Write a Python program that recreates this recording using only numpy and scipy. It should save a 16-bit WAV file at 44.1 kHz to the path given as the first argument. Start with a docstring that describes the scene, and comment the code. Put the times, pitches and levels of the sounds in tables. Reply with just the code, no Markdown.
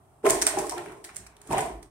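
"""Two footsteps in a ruined room

Two steps on plaster rubble and loose boards in a bare room, heard by a hand-held camera.
Boards knock and rattle (decaying tones), plaster crunches (dense clicks) and snaps (noise bursts),
joists thud (resonated noise and low tones). Between the steps a few bits of grit crack as the foot
lifts. Bare walls ring after boards, crunch and snaps (sparse decaying taps); still air lies beneath."""
import sys
import numpy as np
from scipy import signal
from scipy.fft import rfft, irfft
from scipy.io import wavfile
from scipy.ndimage import uniform_filter1d

SR = 44100
rng = np.random.default_rng(int(sys.argv[2]) if len(sys.argv) > 2 else 0)


def nominal_scale(level):
    """Amplitude ratio for a level in decibels (scalar or array-like)."""
    x = np.asarray(level, float) / 20
    return 10 ** x


def materialize(psi):
    """Save the field psi as 16-bit PCM at rate SR to the path in sys.argv[1].

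    A 1-D psi becomes a single channel; in a 2-D psi each row is a channel.
    """
    bounded = np.clip(np.atleast_2d(psi).T, -1, 1)
    quanta = np.round(bounded * 32767).astype(np.int16)
    wavfile.write(sys.argv[1], SR, quanta)


N = 83790
T = np.arange(N) / SR


def evened(x):
    """Scale to rms 1."""
    return x / np.sqrt(np.mean(x ** 2) + 1e-20)


def read(points, hz):
    """Interpolate (frequency, value) points over log frequency."""
    f, value = np.transpose(points)
    return np.interp(np.log(hz + 1), np.log(f + 1), value)


def curve(table, column):
    """One column of a table over time."""
    rows = np.array(table)
    return np.interp(T, rows[:, 0], rows[:, column])


def colour(x, points):
    """Causal minimum-phase filter with the given gain curve."""
    gain_db = read(points, np.abs(np.fft.fftfreq(4096, 1 / SR)))
    log_gain = np.log(nominal_scale(np.maximum(gain_db, -100)))
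    phase = -signal.hilbert(log_gain).imag
    taps = np.fft.ifft(np.exp(log_gain + 1j * phase)).real[:2048]
    taps = taps.reshape((1,) * (x.ndim - 1) + (-1,))
    return signal.oaconvolve(x, taps, axes=-1)[..., :N]


def resonate(x, hz, width_hz):
    """One-pole complex resonator: a single damped mode."""
    r = np.exp(-np.pi * width_hz / SR)
    turn = np.exp(2j * np.pi * hz / SR)
    return 2 * signal.lfilter([1 - r], [1, -r * turn], x + 0j).real


def ring(hz, t60_s, lag_s):
    """Short decaying tone of energy 1, reaching the two ports with a lag."""
    t = np.maximum(T[:4000] - np.maximum([[lag_s], [-lag_s]], 0), 0)
    rise = np.minimum(t * hz, 1)
    out = nominal_scale(-60 * t / t60_s) * np.sin(2 * np.pi * hz * t) * rise
    return out / np.linalg.norm(out[0])


def clicks(per_s, spread_db, shape):
    """Sparse clicks of random sign, a few of them large."""
    size_db = spread_db * np.minimum(rng.exponential(1, shape), 4)
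    size = nominal_scale(size_db) * rng.choice([-1., 1.], shape)
    return evened(size * (rng.random(shape) < per_s / SR))


# decay of the wall ring: (frequency [Hz], t60 [s])
WALL_DECAY = [(100, 0.52), (400, 0.43), (1000, 0.4), (3000, 0.42), (8000, 0.26), (14000, 0.25)]
# likeness of the ring at both ports: (frequency [Hz], likeness [0..1])
WALL_LIKENESS = [(100, 0.62), (500, 1), (1000, 0.2), (2000, 0.084), (8000, 0.088)]


def tail():
    """Wall echoes: sparse taps of random sign, each band dying at its own speed."""
    taps = np.zeros((2, SR))
    at = np.arange(200, SR - 20, 20) + rng.integers(0, 20, (2, (SR - 201) // 20))
    np.put_along_axis(taps, at, rng.choice([-1., 1.], at.shape), 1)
    hz, t, z = signal.stft(taps, SR, nperseg=256)
    like = np.clip(read(WALL_LIKENESS, hz), 0, 1)[:, None]
    z[1] = like * z[0] + np.sqrt(1 - like ** 2) * z[1]
    decay = nominal_scale(-60 * t / read(WALL_DECAY, hz)[:, None])
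    out = signal.istft(z * decay, SR, nperseg=256)[1][:, :SR // 2]
    out[:, :200] = 0
    return out / np.linalg.norm(out[0])


def room(x, wet_db):
    """Direct sound plus wall ring; the mix of two tails turns at 7 Hz, a new spot for each sound."""
    x = x * np.ones((2, 1))
    turn = 2 * np.pi * 7 * T
    weights = (np.sin(turn), np.cos(turn))
    wet = sum(signal.fftconvolve(x * w, tail(), axes=1)[:, :N] for w in weights)
    return x + nominal_scale(wet_db) * wet


# colour of the still air: (frequency [Hz], relative level [dB])
AIR_COLOUR = [(24, -41), (40, -11), (71, -6.5), (99, 0), (256, -16), (392, -7.5), (516, -24), (600, -10),
              (715, -5.5), (942, -14), (1150, -13.5), (1590, -28), (1720, -38), (2910, -40), (6650, -44),
              (8340, -31), (16000, -41)]
# left-right likeness of the air: (frequency [Hz], likeness [-1..1])
AIR_LIKENESS = [(60, 0.76), (180, 0.89), (550, 0.78), (1650, 0), (4970, -0.0), (15000, 0.01)]
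AIR_DB, AIR_PATCH_DB = -60, 0.81


def air():
    """Still air of the ruin: steady faint coloured noise with slight patches in time and frequency."""
    frames, hz = N // 512 + 6, np.fft.rfftfreq(2048, 1 / SR)
    a, b, c, d, patches = rng.standard_normal((frames, 1025, 5)).T
    patches = evened(uniform_filter1d(uniform_filter1d(patches, 20, 0), 6, 1))
    same = np.clip(read(AIR_LIKENESS, hz), -1, 1)[:, None]
    left = a + 1j * b
    right = same * left + np.sqrt(1 - same ** 2) * (c + 1j * d)
    z = np.array([left, right]) * nominal_scale(read(AIR_COLOUR, hz)[:, None] + AIR_PATCH_DB * patches)
    noise = signal.istft(z, nperseg=2048, noverlap=1536)[1][:, 1024:N + 1024]
    return nominal_scale(AIR_DB) * evened(noise)


# rumble of joists and planks: (time [s], relative joist level [dB], relative plank level [dB])
RUMBLE = [(0.0, -83, -84), (0.164, -74, -75), (0.322, -41, -33.5), (0.39, -45, -58.5), (0.412, -54, -52),
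          (0.476, -56, -55), (0.512, -53, -64), (0.57, -56, -43), (0.602, -46, -39.5), (0.65, -53.5, -58.5),
          (0.718, -50.5, -57.5), (0.798, -54, -48.5), (0.836, -83, -55), (0.894, -50, -53),
          (1.036, -67, -68), (1.168, -60, -61), (1.206, -52.5, -54.5), (1.38, -61, -75), (1.45, -78, -73),
          (1.508, -45, -36.5), (1.534, -41, -38.5), (1.592, -49, -39.5), (1.83, -48, -61.5),
          (1.9, -77, -68)]
JOIST_HZ, JOIST_WIDTH_HZ, PLANK_HZ, PLANK_WIDTH_HZ = 52, 11.4, 134, 172
# low thumps of the floor: (time [s], level before rise and decay [dB], frequency [Hz], t60 [s])
FLOOR_THUMPS = [(.262, -45, 100, .15), (.305, -37, 52, 0.33), (.31, -43, 150, .1), (.355, -40, 55.5, 0.27),
                (.575, -41.5, 150, .12), (.595, -43, 50, .3), (.60, -46, 110, .1), (.70, -51, 50, .3),
                (.785, -47, 100, .1), (.89, -52, 58, .2), (1.155, -56, 50, .2), (1.192, -46, 100, 0.18),
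                (1.25, -56, 55, 0.23), (1.497, -36, 69.6, 0.24), (1.51, -42, 130, .12),
                (1.575, -45, 110, 0.13), (1.625, -38, 60, 0.26), (1.72, -42, 48, 0.34), (1.81, -49, 52, .2)]
THUMP_RISE_CYCLES = 1


def thuds():
    """Body weight pushing joists and planks: resonated noise plus single decaying low tones."""
    a, b = rng.standard_normal((2, N))
    joist = resonate(resonate(a, JOIST_HZ, JOIST_WIDTH_HZ), JOIST_HZ, JOIST_WIDTH_HZ)
    plank = resonate(resonate(b, PLANK_HZ, PLANK_WIDTH_HZ), PLANK_HZ, PLANK_WIDTH_HZ)
    out = evened(joist) * nominal_scale(curve(RUMBLE, 1) - 4)
    out += evened(plank) * nominal_scale(curve(RUMBLE, 2) - 2)
    for s, level_db, hz, t60_s in FLOOR_THUMPS:
        t = np.maximum(T - s, 0)
        rise = np.minimum(t * hz / THUMP_RISE_CYCLES, 1)
        out += nominal_scale(level_db - 60 * t / t60_s) * rise * np.sin(2 * np.pi * hz * t)
    return out


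# crunch of fine plaster under the sole: (time [s], relative level [dB])
CRUNCH_LEVEL = [(0.225, -75), (0.257, -33), (0.285, -37), (0.299, -27), (0.405, -43), (0.419, -45),
                (0.461, -56), (0.467, -21.5), (0.513, -51.5), (0.573, -40.5), (0.593, -36), (0.625, -45),
                (0.685, -44), (0.699, -44), (0.737, -48), (1.035, -68), (1.045, -41), (1.119, -78),
                (1.157, -49.5), (1.165, -44), (1.193, -54), (1.333, -85), (1.497, -50), (1.525, -36.5),
                (1.557, -50), (1.581, -36), (1.819, -74.5), (1.829, -53), (1.871, -94), (1.9, -72)]
# colour of grit, also of bright snaps: (frequency [Hz], relative level [dB])
GRIT_COLOUR = [(880, -37.5), (1500, -9), (1740, -3), (2690, -12.5), (4460, -11.5), (5710, -8), (6760, -8.5),
               (8490, -1.5), (10000, -7), (10800, -10), (12400, -14.5), (15200, -22), (16000, -18)]
GRAINS_PER_S, GRAIN_SPREAD_DB, GRIT_WET_DB = 5600, 2.5, -0.5


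def crunch():
    """Fine plaster crushed left and right of the sole: dense tiny grains as coloured clicks."""
    grains = clicks(GRAINS_PER_S, GRAIN_SPREAD_DB, (2, N))
    grains = evened(colour(grains + 0.1 * grains[::-1], GRIT_COLOUR))
    return room(grains * nominal_scale(curve(CRUNCH_LEVEL, 1) - 3.5), GRIT_WET_DB)


# plaster snaps: (time [s], relative level [dB], dull part re bright [dB],
# left minus right, held within 8 [dB], t60 [s], favoured pitch [Hz], rise [s])
PLASTER_SNAPS = [(0.2585, -25, -21, -1, 0.018, 3140, 0.0011), (0.2642, -22.5, 11, -1, 0.025, 6400, 0.0013),
                 (0.2895, -23, -19, 0, 0.018, 7340, 0.0011), (0.298, -15, -7, -8, 0.031, 7170, 0.0011),
                 (0.3053, -10, -31, -0.5, 0.016, 7400, 0.00073),
                 (0.4155, -20, -23, -19.5, 0.025, 5370, 0.001),
                 (0.4197, -10.5, -19, 17, 0.018, 6200, 0.0015),
                 (0.4246, -16, -3.5, -12, 0.023, 5900, 0.0015), (0.4364, -52, -15, 6, 0.018, 7380, 0.001),
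                 (0.467, -11, -39, -7.5, 0.018, 7370, 0.0008),
                 (0.4734, -15.5, -50, 15, 0.016, 5200, 0.00079), (0.4834, -31, -9, 0, 0.018, 7210, 0.001),
                 (0.4954, -29, -29, 8, 0.016, 7560, 0.001), (0.5863, -23, -27, 11, 0.017, 6470, 0.0012),
                 (0.5897, -25, -29, -11, 0.023, 5530, 0.0012), (0.668, -31, -5, -4, 0.018, 7380, 0.001),
                 (0.6949, -22.5, -6, -3, 0.018, 5560, 0.00079), (0.7007, -31, -8, 11, 0.016, 4870, 0.00072),
                 (0.7092, -29, -16, 8, 0.02, 5500, 0.0011), (0.7208, -29.5, 2, 0, 0.017, 5660, 0.00085),
                 (0.7797, -31, -15, -3, 0.021, 3360, 0.001), (0.8594, -43, 13.5, 4, 0.017, 3040, 0.001),
                 (0.9194, -44.5, 5, -5, 0.028, 3000, 0.0014), (1.0418, -32.5, -41, 0, 0.016, 4150, 0.00091),
                 (1.0471, -31, -30, 2, 0.018, 4220, 0.00088),
                 (1.0912, -50.5, 21.5, 5, 0.018, 3120, 0.00082),
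                 (1.099, -53, 17, -15, 0.012, 3380, 0.00064), (1.1463, -42, -27, -2, 0.014, 7420, 0.001),
                 (1.1598, -33.5, -16, -10, 0.016, 7100, 0.00091),
                 (1.1659, -26.5, -11, -3, 0.016, 7350, 0.00096),
                 (1.2646, -41.5, 6.5, -5.5, 0.016, 4470, 0.00076), (1.2687, -40, -3, 3, 0.019, 5860, 0.001),
                 (1.3663, -43.5, -11, 0, 0.02, 3230, 0.0011),
                 (1.4152, -41.5, -7, -3.5, 0.024, 7300, 0.0011),
                 (1.4728, -41.5, -19, -4, 0.018, 6670, 0.001), (1.51, -33, 1, -5, 0.018, 3180, 0.001),
                 (1.5233, -30, 3, -5, 0.018, 5310, 0.00091), (1.53, -30, 0, 8, 0.017, 7200, 0.00089),
                 (1.5806, -26, 5, -5, 0.018, 7270, 0.0012), (1.5877, -29, -1, 1, 0.02, 3340, 0.001),
                 (1.6065, -27, -8, -1, 0.018, 7490, 0.001), (1.6127, -35, -7, 3, 0.018, 7420, 0.00092),
                 (1.6594, -43.5, 5, -11, 0.018, 4710, 0.0013), (1.7144, -59, -8, 11, 0.018, 7270, 0.001),
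                 (1.8271, -40, -5, -13, 0.023, 4520, 0.0025), (1.8324, -51, -21, -1, 0.024, 6150, 0.001)]
# colour of the dull part: (frequency [Hz], relative level [dB])
DULL_COLOUR = [(700, -15.5), (1100, 12), (1800, 10), (2400, 11.5), (3200, -14), (5000, -27)]
SNAP_TONE_DB, SNAP_WIDTH_HZ, SNAP_WET_DB = 6, 1200, -7


def snaps():
    """Plaster breaking: sudden noise bursts, each a resonant bright part and a dull part."""
    bright, dull = np.zeros((2, 2, N + 2000))
    t = T[:2000]
    noise = rng.standard_normal((len(PLASTER_SNAPS), 3, 2000))
    for (s, level_db, dull_db, pan_db, t60_s, hz, rise_s), z in zip(PLASTER_SNAPS, noise):
        at = round(s * SR)
        side_db = np.clip(pan_db, -8, 8) * np.array([[.5], [-.5]])
        shape = nominal_scale(level_db - 6.5 - 60 * t / t60_s + side_db) * np.minimum(t / rise_s, 1)
        burst = 0.87 * z[0] + 0.89 * z[1:]  # part shared, part per port
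        tone = nominal_scale(SNAP_TONE_DB) * resonate(burst, hz, SNAP_WIDTH_HZ)
        bright[:, at:at + 2000] += shape * (burst + tone)
        dull[:, at:at + 2000] += shape * nominal_scale(dull_db) * (0.94 * z[1] + 0.7 * z[::2])
    unit = np.zeros(N)
    unit[0] = 1
    parts = [colour(x, c) / np.linalg.norm(colour(unit, c))  # filters of energy 1
             for x, c in ((bright, GRIT_COLOUR), (dull, DULL_COLOUR))]
    return room(sum(parts), SNAP_WET_DB)


# rattle of loose boards: (time [s], relative level of low, middle, high boards [dB])
BOARD_RATTLE = [(0.22, -70, -82, -74), (0.228, -65, -80, -62), (0.238, -20, -40, -50.5),
                (0.252, -22, -17, -24.5), (0.27, -16, -23.5, -28.5), (0.284, -35, -29.5, -39),
                (0.318, -29.5, -29.5, -41), (0.406, -35, -37.5, -51), (0.424, -28.5, -38, -37.5),
                (0.458, -31.5, -48.5, -43), (0.468, -48, -27, -30.5), (0.524, -42, -39, -42.5),
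                (0.58, -31.5, -30, -36), (0.702, -43, -51.5, -63), (0.724, -39.5, -28.5, -49),
                (0.758, -28.5, -45.5, -50.5), (0.78, -44, -35, -35.5), (0.828, -49, -48, -57.5),
                (0.888, -40.5, -43.5, -45), (1.028, -54, -54.5, -83), (1.042, -56, -53.5, -57),
                (1.394, -64.5, -66, -64.5), (1.492, -50, -51, -58), (1.506, -27.5, -30, -40),
                (1.53, -27, -22, -32), (1.558, -25, -31.5, -33.5), (1.586, -38.5, -26, -29.5),
                (1.622, -37, -32, -50), (1.856, -58, -71, -75), (1.9, -73, -90, -81)]
# ranges of ringing bits of board: (lowest [Hz], highest [Hz], t60 [s])
BIT_RANGES = [(285.2, 457, 0.048), (586, 1046, 0.039), (1132, 2314, 0.01), (2426, 4100, 0.011)]
# knocks: (time [s], relative low mode level [dB], low mode [Hz],
# relative upper mode level [dB], upper mode [Hz])
BOARD_KNOCKS = [(0.24, -16.5, 377, -28, 707), (0.25, -12, 458, -18.5, 566), (0.257, -15, 404, -16, 667),
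                (0.268, -18.5, 453, -12.5, 662.5), (0.282, -14.5, 362, -29, 580),
                (0.307, -23, 419, -29, 595), (0.344, -29, 325, -25, 684), (0.42, -26, 340.6, -32, 880),
                (0.467, -35.5, 441, -32, 615), (0.537, -39, 344, -25.5, 633), (0.571, -16.5, 354, -18, 813),
                (0.58, -20.5, 405, -23.5, 640), (0.6, -23.5, 396, -43, 659), (0.621, -30.5, 416, -31, 612),
                (0.644, -32.5, 410, -32.5, 1067), (0.714, -38, 340, -30.5, 720),
                (0.772, -27.5, 354, -35, 786), (0.863, -31.5, 365, -44.5, 677), (1.445, -56, 395, -53, 870),
                (1.49, -26, 274, -45, 1120), (1.504, -33, 326, -37, 688), (1.511, -30, 352, -27, 914),
                (1.526, -22, 279, -21.5, 603), (1.544, -28, 383, -25, 619), (1.574, -32, 285, -22.5, 762),
                (1.588, -23, 433, -24, 748), (1.62, -41, 435, -23.5, 669), (1.654, -40, 348, -32.5, 682),
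                (1.7, -31, 342, -43, 623)]
# colour of the wood as it reaches the camera: (frequency [Hz], gain [dB])
WOOD_COLOUR = [(120, -40), (230, -9), (320, -4), (430, -1), (510, -12.5), (620, 0), (700, -0.5),
               (900, -2.5), (1200, -2), (2300, -2), (3500, -4.5), (6000, -17)]
RATTLES_PER_S, RATTLE_SPREAD_DB = 700, 3.0
UPPER_BITS_DB = -6  # the smallest bits follow the high boards, quieter
SPOT_LAG_S = 0.00026  # spread of left-right lag over the spots
BOARD_WET_DB = -3.5


def boards():
    """Loose boards: random taps each ring one bit; a firm knock rings a low and an upper mode."""
    out, count = np.zeros((2, N + 4000)), 8
    lags_s = SPOT_LAG_S * rng.uniform(-1.05, 1, (len(BOARD_KNOCKS) + 4, count))
    for k, (low_hz, high_hz, t60_s) in enumerate(BIT_RANGES):
        level_db = curve(BOARD_RATTLE, min(k + 1, 3)) - 12 + UPPER_BITS_DB * (k == 3)
        taps = clicks(RATTLES_PER_S / count, RATTLE_SPREAD_DB, (count, 1, N)) * nominal_scale(level_db)
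        pitches_hz = np.geomspace(low_hz, high_hz, count)
        rings = np.array([ring(hz, t60_s, lag) for hz, lag in zip(pitches_hz, lags_s[k])])
        out[:, :N] += signal.fftconvolve(taps, rings, axes=2)[..., :N].sum(0)
    for (s, low_db, low_hz, upper_db, upper_hz), lag in zip(BOARD_KNOCKS, lags_s[4:, 0]):
        at = round(s * SR)
        low = nominal_scale(low_db + 20.5) * ring(low_hz, 0.064, lag)
        upper = nominal_scale(upper_db + 21.5) * ring(upper_hz, 0.067, lag)
        out[:, at:at + 4000] -= low + upper
    return room(colour(out, WOOD_COLOUR), BOARD_WET_DB)


FADE_FROM_S, FADE_DB_PER_S = 1.864, -150


def scene():
    """Sum of all layers, fading together in the last moment."""
    fade = nominal_scale(FADE_DB_PER_S * np.maximum(T - FADE_FROM_S, 0))
    return fade * (boards() + crunch() + snaps() + thuds() + air())


def top_cut(x):
    """Nothing passes above the cut-off."""
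    return signal.sosfilt(signal.butter(12, 16650, fs=SR, output="sos"), x)


# microphone ports: (frequency [Hz], left minus right [dB])
PORT_COLOUR = [(60, -1), (300, -1), (700, -1.5), (1200, -1), (2500, .5), (4000, 0.5), (6000, 2),
               (7300, 4.5), (8000, 4), (8700, -14), (9600, -2.5), (11000, -3), (13000, -0.5), (15500, 0)]
PORT_LAG_S, LOW_CUT_HZ, EDGE_HZ = .00007, 41, 15900


def record(dry):
    """Camera: two ports of unequal colour and small lag, band limits, soft-clipping input."""
    hz = np.fft.rfftfreq(N, 1 / SR)
    half = np.array([[.5], [-.5]])
    lag = np.exp(-2j * np.pi * hz * half * PORT_LAG_S)
    x = irfft(rfft(dry) * nominal_scale(half * read(PORT_COLOUR, hz)) * lag, N)
    x = signal.sosfilt(signal.butter(4, LOW_CUT_HZ, "high", fs=SR, output="sos"), x)
    low_pass = signal.firwin(255, EDGE_HZ, window=("kaiser", 4), fs=SR)
    x = signal.oaconvolve(x, low_pass[None], "same")
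    x = np.tanh(x)  # the input stage rounds the highest peaks
    return top_cut(x)


dry = scene()
out = record(dry)
materialize(out)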